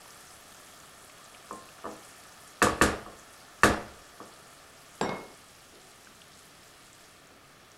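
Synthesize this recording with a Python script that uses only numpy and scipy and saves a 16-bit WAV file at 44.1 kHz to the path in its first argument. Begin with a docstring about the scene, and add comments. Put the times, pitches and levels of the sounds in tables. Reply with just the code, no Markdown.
"""A gas flame rushes softly under a faint sizzle: tiny steam bursts among chopped tomatoes in a pan.
A wooden spoon stirs with wet smacks, bumps the wall, then raps the rim three times. Each impact excites
the pan's damped modes, and each rap makes it chatter on its iron grate. The spoon is laid in a china
bowl, which chimes, and hands bump the counter. A small, hard kitchen answers every knock."""
import sys
import numpy as np
from scipy import signal
from scipy.fft import rfft, irfft, next_fast_len
from scipy.io import wavfile

SR = 44100
rng = np.random.default_rng(int(sys.argv[2]) if len(sys.argv) > 2 else 0)


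def pcm_store(signal):
    """Save signal as 16-bit PCM."""
    levels = np.round(np.clip(np.atleast_2d(signal), -1, 1) * 32767)
    wavfile.write(sys.argv[1], SR, levels.astype(np.int16).T)


N = 342774
RING_T = np.arange(SR) / SR  # time axis of one decay, t/s

# reverberation time of the kitchen: f/Hz, t60/s
KITCHEN_T60 = [(60, 0.76), (200, .46), (500, 0.57), (1200, 0.53), (3000, 0.44), (7500, 0.26), (15000, 0.19)]
# spectrum of the gas flame: f/Hz, level/dB
FLAME_SPECTRUM = [(20, -5), (45, -5.5), (70, -2), (105, -0.5), (155, 1), (205, -3.5), (370, -1), (900, -12),
                  (1800, -8), (2200, -7), (4500, -15), (9000, -18.5), (16000, -25.5)]
# resonances of the space under the pan: f/Hz, level/dB, t60/s
CAVITY_MODES = [(679, 3, 0.011), (1186, 1, 0.019), (1361, 2, 0.013), (1786, -4, 0.021), (3345, -14, 0.045),
                (4490, -16.5, 0.041)]
# their hollow rush, sinking once the stirring is over: t/s, level/dB
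CAVITY_LEVEL = [(4.3, -55.5), (5.6, -59.5)]
# spectrum of the sizzle: f/Hz, level/dB
SIZZLE_SPECTRUM = [(1000, -19), (1600, -3), (3000, -1), (5200, -1), (6500, -0.5), (7500, -1), (10000, -3),
                   (12500, -8), (15500, -20.5)]
# surges as the spoon turns fresh juice onto hot metal: t/s, level/dB
TURNS = [(.12, 2.5), (2.08, 4.5)]
# an arm reaches across and shades the sizzle: t/s, level/dB
ARM_SHADOW = [(7, -1), (7.35, -8.5), (7.77, -5)]
# the largest bursting bubbles: t/s, level/dB, f/Hz
POPS = [(1.098, -27, 2600), (1.242, -28, 8200), (1.346, -24.5, 2600), (1.528, -24.5, 7500),
        (1.688, -26, 2880), (6.071, -25, 1350), (6.2175, -24.5, 3060)]
# soft knocks of the spoon on the pan wall, and its rebounds after the first two raps (2.6691 s, 3.062 s): t/s,
# level/dB, note of the struck spot f/Hz, its relative level/dB
KNOCKS = [(1.509, -4, 1058, -5.5), (1.842, -7.5, 655, -4), (1.854, -4.5, 1003, -12.5),
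          (1.864, -3.5, 820, -16), (2.6691, 10, 1120, -14), (3.062, -13, 1070, -8),
          (4.2013, -10, 1138, -9.5)]
# hard raps on the rim: t/s, level/dB, note of the struck spot f/Hz, its relative level/dB
RAPS = [(2.6184, 9, 1230, -28), (2.8126, 10.5, 446.4, -6), (3.6335, 15, 700, -15)]
# heavily damped modes of spoon and loaded pan: f/Hz, level/dB, t60/s
CONTACT_MODES = [(505, -0.5, 0.023), (740, -17, 0.029), (1150, 6, 0.07), (1749, 5.5, 0.027),
                 (2620, -4, 0.048), (4390, -11, 0.02), (7500, -6, 0.011)]
# lasting modes of the pan on the stove: f/Hz, level/dB, t60/s
PAN_MODES = [(70.5, -1, .42), (118, -3, .4), (209, 2, .42), (266, -5, .35), (315, -1, .4), (346, -5, .33),
             (407, -7, .4), (446, -6, .4), (479, -5, .35), (499, 0, .33), (570, -5, .35), (709, -3, .33),
             (740, -7, .35), (878, -11, .4), (1153, -3, .34), (1211, -7, .42), (1231, -4, .36),
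             (1285, -3, .3), (1430, -4, .27), (1514, -2, .24), (1575, -4, .22), (1675, -2, .28),
             (1746, 0, .29), (1922, -11, .2), (2530, -13, .27), (2622, -10, .26), (4635, -19, .2)]
# spectrum of the pan's dense ring in the room: f/Hz, level/dB
PAN_ROOM_SPECTRUM = [(35, -8), (70, -1.5), (130, -6), (200, -4.5), (400, -1.5), (650, -3), (900, -6.5),
                     (1200, -6), (1750, -6.5), (2200, -14), (2700, -20), (3400, -17), (8000, -29),
                     (15000, -62)]
# the pan's two clacks on the grate: delay after the rap t/s, level/dB
CHATTER = [(.0068, 0.5), (0.0237, -6.5)]
# spectrum of a clack on iron: f/Hz, level/dB
GRATE_SPECTRUM = [(300, -22), (1200, -8.5), (2700, 2), (5200, -1.5), (7300, 4), (10500, -1.5),
                  (13000, -10.5), (16000, -34)]
# spoon landing in the bowl, then its bounce: t/s, level/dB, cutoff f/Hz, chime level/dB, tick level/dB
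LANDINGS = [(5.0117, 2, 14000, -6, -12.5), (5.092, -4.5, 7100, -35, -13)]
# modes of the china bowl: f/Hz, level/dB, t60/s, swell time/s
BOWL_MODES = [(880, -9, .35, .002), (1626, -3, .22, .002), (2166, 3, .52, .07), (2186, -5, .5, .062),
              (3747, -12, .45, .002), (5582, 0, .18, .026), (7596, -4, .15, .001), (9850, -17, .16, .001)]
# spectrum of the counter's thud: f/Hz, level/dB
COUNTER_SPECTRUM = [(40, -23), (120, -11.5), (205, 0), (280, -3.5), (380, 0), (650, -5), (1000, -4),
                    (1250, -11), (1650, -14), (2300, -23), (5000, -27), (6500, -35), (16000, -68)]
# spectrum of wood ticking on china: f/Hz, level/dB
TICK_SPECTRUM = [(400, -16), (1500, -6), (2300, -4), (3300, -2), (4000, -1), (5000, -2), (6300, -17),
                 (10000, -16), (16000, -39)]
# hands bumping the counter: t/s, level/dB, f/Hz
BUMPS = [(5.719, -22, 364), (6.07, -28.5, 199), (6.291, -32, 189), (7.29, -24.5, 277)]


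def undb(db):
    """Amplitude ratio of a level in decibels."""
    return 10 ** (np.asarray(db) / 20)


def unit(x):
    """Normalisation to unit energy."""
    return x / np.sqrt(np.sum(x ** 2))


def along(hz, points):
    """Interpolation of (f/Hz, value) points on a logarithmic frequency axis."""
    f, value = np.transpose(points)
    return np.interp(np.log(np.maximum(hz, 1)), np.log(f), value)


def curve(rows):
    """Linear interpolation of (t/s, value) rows at every sample."""
    return np.interp(np.arange(N) / SR, *np.transpose(rows))


def colour(x, spectrum):
    """Minimum-phase filtering: folding the cepstrum gives a causal filter with this spectrum."""
    size = 2 * next_fast_len(len(x))
    gain = undb(along(np.fft.rfftfreq(size, 1 / SR), spectrum))
    cepstrum = irfft(np.log(gain))
    cepstrum[1:size // 2] *= 2
    cepstrum[size // 2 + 1:] = 0
    return irfft(rfft(x, size) * np.exp(rfft(cepstrum)))[:len(x)]


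def lowpass(x, hz, order):
    """Butterworth low-pass filtering."""
    return signal.sosfilt(signal.butter(order, min(hz, SR / 2 - 1), fs=SR, output="sos"), x)


def fade(t60):
    """Exponential decay, 60 dB down after t60 seconds."""
    return np.exp(-np.log(1000) * RING_T / t60)


def ring(modes, cycles=.01):
    """Modal superposition: damped sines build up over some cycles, neighbours in opposite phase."""
    return unit(sum((-1) ** k * undb(db) * fade(t60) * (1 - np.exp(-hz * RING_T / cycles))
                    * np.sin(2 * np.pi * hz * RING_T) for k, (hz, db, t60) in enumerate(modes)))


def burst(spectrum, t60):
    """Modal overlap: many short-lived modes merge into a crack of decaying noise."""
    return unit(colour(rng.standard_normal(SR) * fade(t60), spectrum))


def kitchen(spectrum, build_s):
    """Reverberation: reflections thicken, then each octave decays at its own rate, treble first."""
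    noise, hz = rfft(rng.standard_normal(SR)), np.fft.rfftfreq(SR, 1 / SR)
    octave = np.round(np.log2(np.maximum(hz, 32)))
    tail = sum(irfft(noise * (octave == k), SR) * fade(along(2 ** k, KITCHEN_T60))
               for k in np.unique(octave))
    build_up = 1 - np.exp(-(RING_T / build_s) ** 2)
    return unit(colour(tail * build_up, spectrum))


def add(out, s, sound):
    """Superposition of a sound starting at s seconds."""
    start = int(s * SR)
    out[start:start + len(sound)] += sound[:len(out) - start]


def burner(flame_db=-58, room_db=-2):
    """Forced resonance: the flame's broadband noise drives the room and the cavity under the pan."""
    direct = unit(colour(rng.standard_normal(N), FLAME_SPECTRUM))
    drive = rng.standard_normal(N + SR - 1)
    room = unit(signal.fftconvolve(drive, kitchen(FLAME_SPECTRUM, build_s=.0025), "valid"))
    flame = unit(direct + undb(room_db) * room)
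    cavity = unit(signal.fftconvolve(rng.standard_normal(N), ring(CAVITY_MODES))[:N])
    return np.sqrt(N) * (undb(flame_db) * flame + undb(curve(CAVITY_LEVEL)) * cavity)


def bubble(hz, t60, room_db):
    """Band-limited transient: a burst and its reverberation, as noise half an octave wide."""
    crack = unit(rng.standard_normal(SR) * fade(t60))
    tail = unit(rng.standard_normal(SR) * fade(along(hz, KITCHEN_T60)))
    edges = np.minimum(hz * 2 ** (np.array([-1, 1]) / 4), SR / 2 - 1)
    band = signal.butter(2, edges, "bandpass", fs=SR, output="sos")
    return unit(signal.sosfilt(band, crack + undb(room_db) * tail))


def freshness(rise_s=.14, fall_s=.4, settle_db_per_s=.5):
    """Evaporation of fresh juice: the frying level in dB surges at each turn and slowly settles."""
    t = np.arange(N) / SR
    surges = sum(db * np.exp(np.minimum((t - s) / rise_s, (s - t) / fall_s)) for s, db in TURNS)
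    return surges - settle_db_per_s * t


def sizzle(base_db=-54.5, bursts_per_band_s=600, spread_db=3.5, flurry_db=2, bands=16):
    """Shot noise: thousands of tiny steam bursts merge, a few much larger than the rest."""
    fizz, fresh_db = np.zeros(N), freshness()
    # the band near 4 kHz resists surge and settling, so it holds nearly steady
    steadying_db = -1 - 1.1 * fresh_db
    for hz in np.geomspace(1500, 16000, bands):
        at = np.flatnonzero(rng.random(N) < bursts_per_band_s / SR)
        chance = rng.standard_normal((len(at), 2))
        flurry = np.interp(at, np.linspace(0, N, 120), rng.standard_normal(120))
        size_db = spread_db * np.minimum(np.sum(chance ** 2, axis=1) / 2, 6) + flurry_db * flurry
        mid_share = along(hz, [(2000, 0), (4200, 1), (7000, 0)])
        clicks = np.zeros(N)
        clicks[at] = np.sign(chance[:, 0]) * undb(size_db + steadying_db[at] * mid_share)
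        steam = bubble(hz, t60=.0026, room_db=-.5)[:SR // 4]
        fizz += unit(signal.oaconvolve(clicks, steam)[:N]) * np.sqrt(hz)
    level_db = base_db + fresh_db + curve(ARM_SHADOW)
    return unit(colour(fizz, SIZZLE_SPECTRUM)) * np.sqrt(N) * undb(level_db)


def squelches(level_db=-29, spread_db=3, centre_hz=1250, octaves=.3, count=9, stir_end_s=2.5):
    """Damped midrange transients: soft wet smacks as the spoon pushes the pieces around."""
    out = np.zeros(N)
    for slot, (place, size, pitch) in enumerate(rng.uniform(-1, 1, (count, 3))):
        s = (slot + (place + 1) / 2) / count * stir_end_s
        smack = bubble(centre_hz * 2 ** (octaves * pitch), t60=.04, room_db=-7)
        add(out, s, undb(level_db + spread_db * size) * smack)
    return out


def spits(base_db=-28.5, spread_db=3.5, centre_hz=7500, octaves=.3, count=20):
    """Random treble transients: juice spits, more strongly while the frying is fresh."""
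    out, fresh_db = np.zeros(N), freshness()
    for slot, (place, size, pitch) in enumerate(rng.uniform(-1, 1, (count, 3))):
        at = int((slot + (place + 1) / 2) / count * N)
        spit = bubble(centre_hz * 2 ** (octaves * pitch), t60=.012, room_db=-5)
        add(out, at / SR, undb(base_db + spread_db * size + fresh_db[at]) * spit)
    return out


def pops():
    """Sudden pressure release: single large bubbles burst, each around its own pitch."""
    out = np.zeros(N)
    for s, db, hz in POPS:
        add(out, s, undb(db) * bubble(hz, t60=.019, room_db=-7))
    return out


def spoon_on_pan(ring_db=2, room_db=-1, stove_hz=135, echo_s=.002207, echo_db=-3):
    """Impact excitation of modes: soft knocks are dull; hard raps are bright and shake the stove."""
    out = np.zeros(N)
    crack, pan = ring(CONTACT_MODES, cycles=.3), ring(PAN_MODES, cycles=.79)
    knock_hz, rap_base_hz, rap_hz_per_db = 1230, 2320, 324
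    tail_loss = .48  # dB per dB: a harder blow puts a smaller share into the after-ring
    # blow, cutoff f/Hz, bass level/dB, after-ring level/dB
    soft = [(row, knock_hz, -12, -9) for row in KNOCKS]
    hard = [(row, rap_base_hz + rap_hz_per_db * row[1], -1, 4.5) for row in RAPS]
    for (s, db, note_hz, note_db), cutoff_hz, bass_db, tail_db in soft + hard:
        tail = undb(ring_db) * pan + undb(room_db) * kitchen(PAN_ROOM_SPECTRUM, build_s=.0038)
        note = undb(note_db) * ring([(note_hz, 0, .5)])
        blow = crack + undb(tail_db - tail_loss * db) * tail + note
        add(blow, echo_s, undb(echo_db) * crack)  # reflection from the stove top
        blow = colour(blow, [(stove_hz / 2, bass_db), (stove_hz * 2, 0)])
        add(out, s, undb(db) * lowpass(blow, cutoff_hz, order=6))
    return out


def grate_chatter(jolt_above_db=12, jolt_s=.0012, jolt_db=-5.5, hop_loss_db=2):
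    """Rebound: the pan hops and clacks back on the iron, milliseconds after each rap."""
    out = np.zeros(N)
    for s, rap_db, *_ in RAPS:
        clacks = CHATTER
        if rap_db > jolt_above_db:  # driven into the iron, the pan clacks at once and hops less
            clacks = [(jolt_s, jolt_db)] + [(lag_s, db - hop_loss_db) for lag_s, db in CHATTER]
        for lag_s, db in clacks:
            clack = burst(GRATE_SPECTRUM, t60=.042) + kitchen(GRATE_SPECTRUM, build_s=.0016)
            add(out, s + lag_s, undb(db) * clack)
    return out


def spoon_in_bowl(room_db=3):
    """Free vibration: the spoon lands in the bowl, then bounces once; the china rings and the counter thuds."""
    out = np.zeros(N)
    # some modes swell only as the spoon settles; a close pair beats
    chime = unit(sum(undb(db) * fade(t60) * (1 - np.exp(-(RING_T / swell_s) ** 4))
                     * np.sin(2 * np.pi * hz * RING_T) for hz, db, t60, swell_s in BOWL_MODES))
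    for s, db, cutoff_hz, chime_db, tick_db in LANDINGS:
        thud = burst(COUNTER_SPECTRUM, t60=.036)
        room = undb(room_db) * kitchen(COUNTER_SPECTRUM, build_s=.011)
        china = undb(chime_db) * chime + undb(tick_db) * burst(TICK_SPECTRUM, t60=.014)
        add(out, s, undb(db) * lowpass(thud + room + china, cutoff_hz, order=4))
    return out


def hand_bumps():
    """Soft contact excites mainly low frequencies: touches on the counter, heard through the room."""
    out = np.zeros(N)
    for s, db, hz in BUMPS:
        spectrum = [(hz / 3, -20), (hz, 0), (hz * 2, -9), (hz * 8, -50)]
        add(out, s, undb(db) * kitchen(spectrum, build_s=.011))
    return out


def scene():
    """Linear superposition: impacts and cooking add at one point above the counter."""
    impacts = spoon_on_pan() + grate_chatter() + spoon_in_bowl() + hand_bumps()
    cooking = sizzle() + spits() + pops() + squelches() + burner()
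    return (impacts + cooking)[None]


def record(dry):
    """Soft saturation rounds the highest peaks; a steep low-pass removes the top of the treble."""
    ceiling, cutoff_hz = .75, 15800
    rounded = ceiling * np.tanh(dry / ceiling)
    return signal.sosfilt(signal.ellip(12, .2, 90, cutoff_hz, fs=SR, output="sos"), rounded)


dry = scene()
out = record(dry)
pcm_store(out)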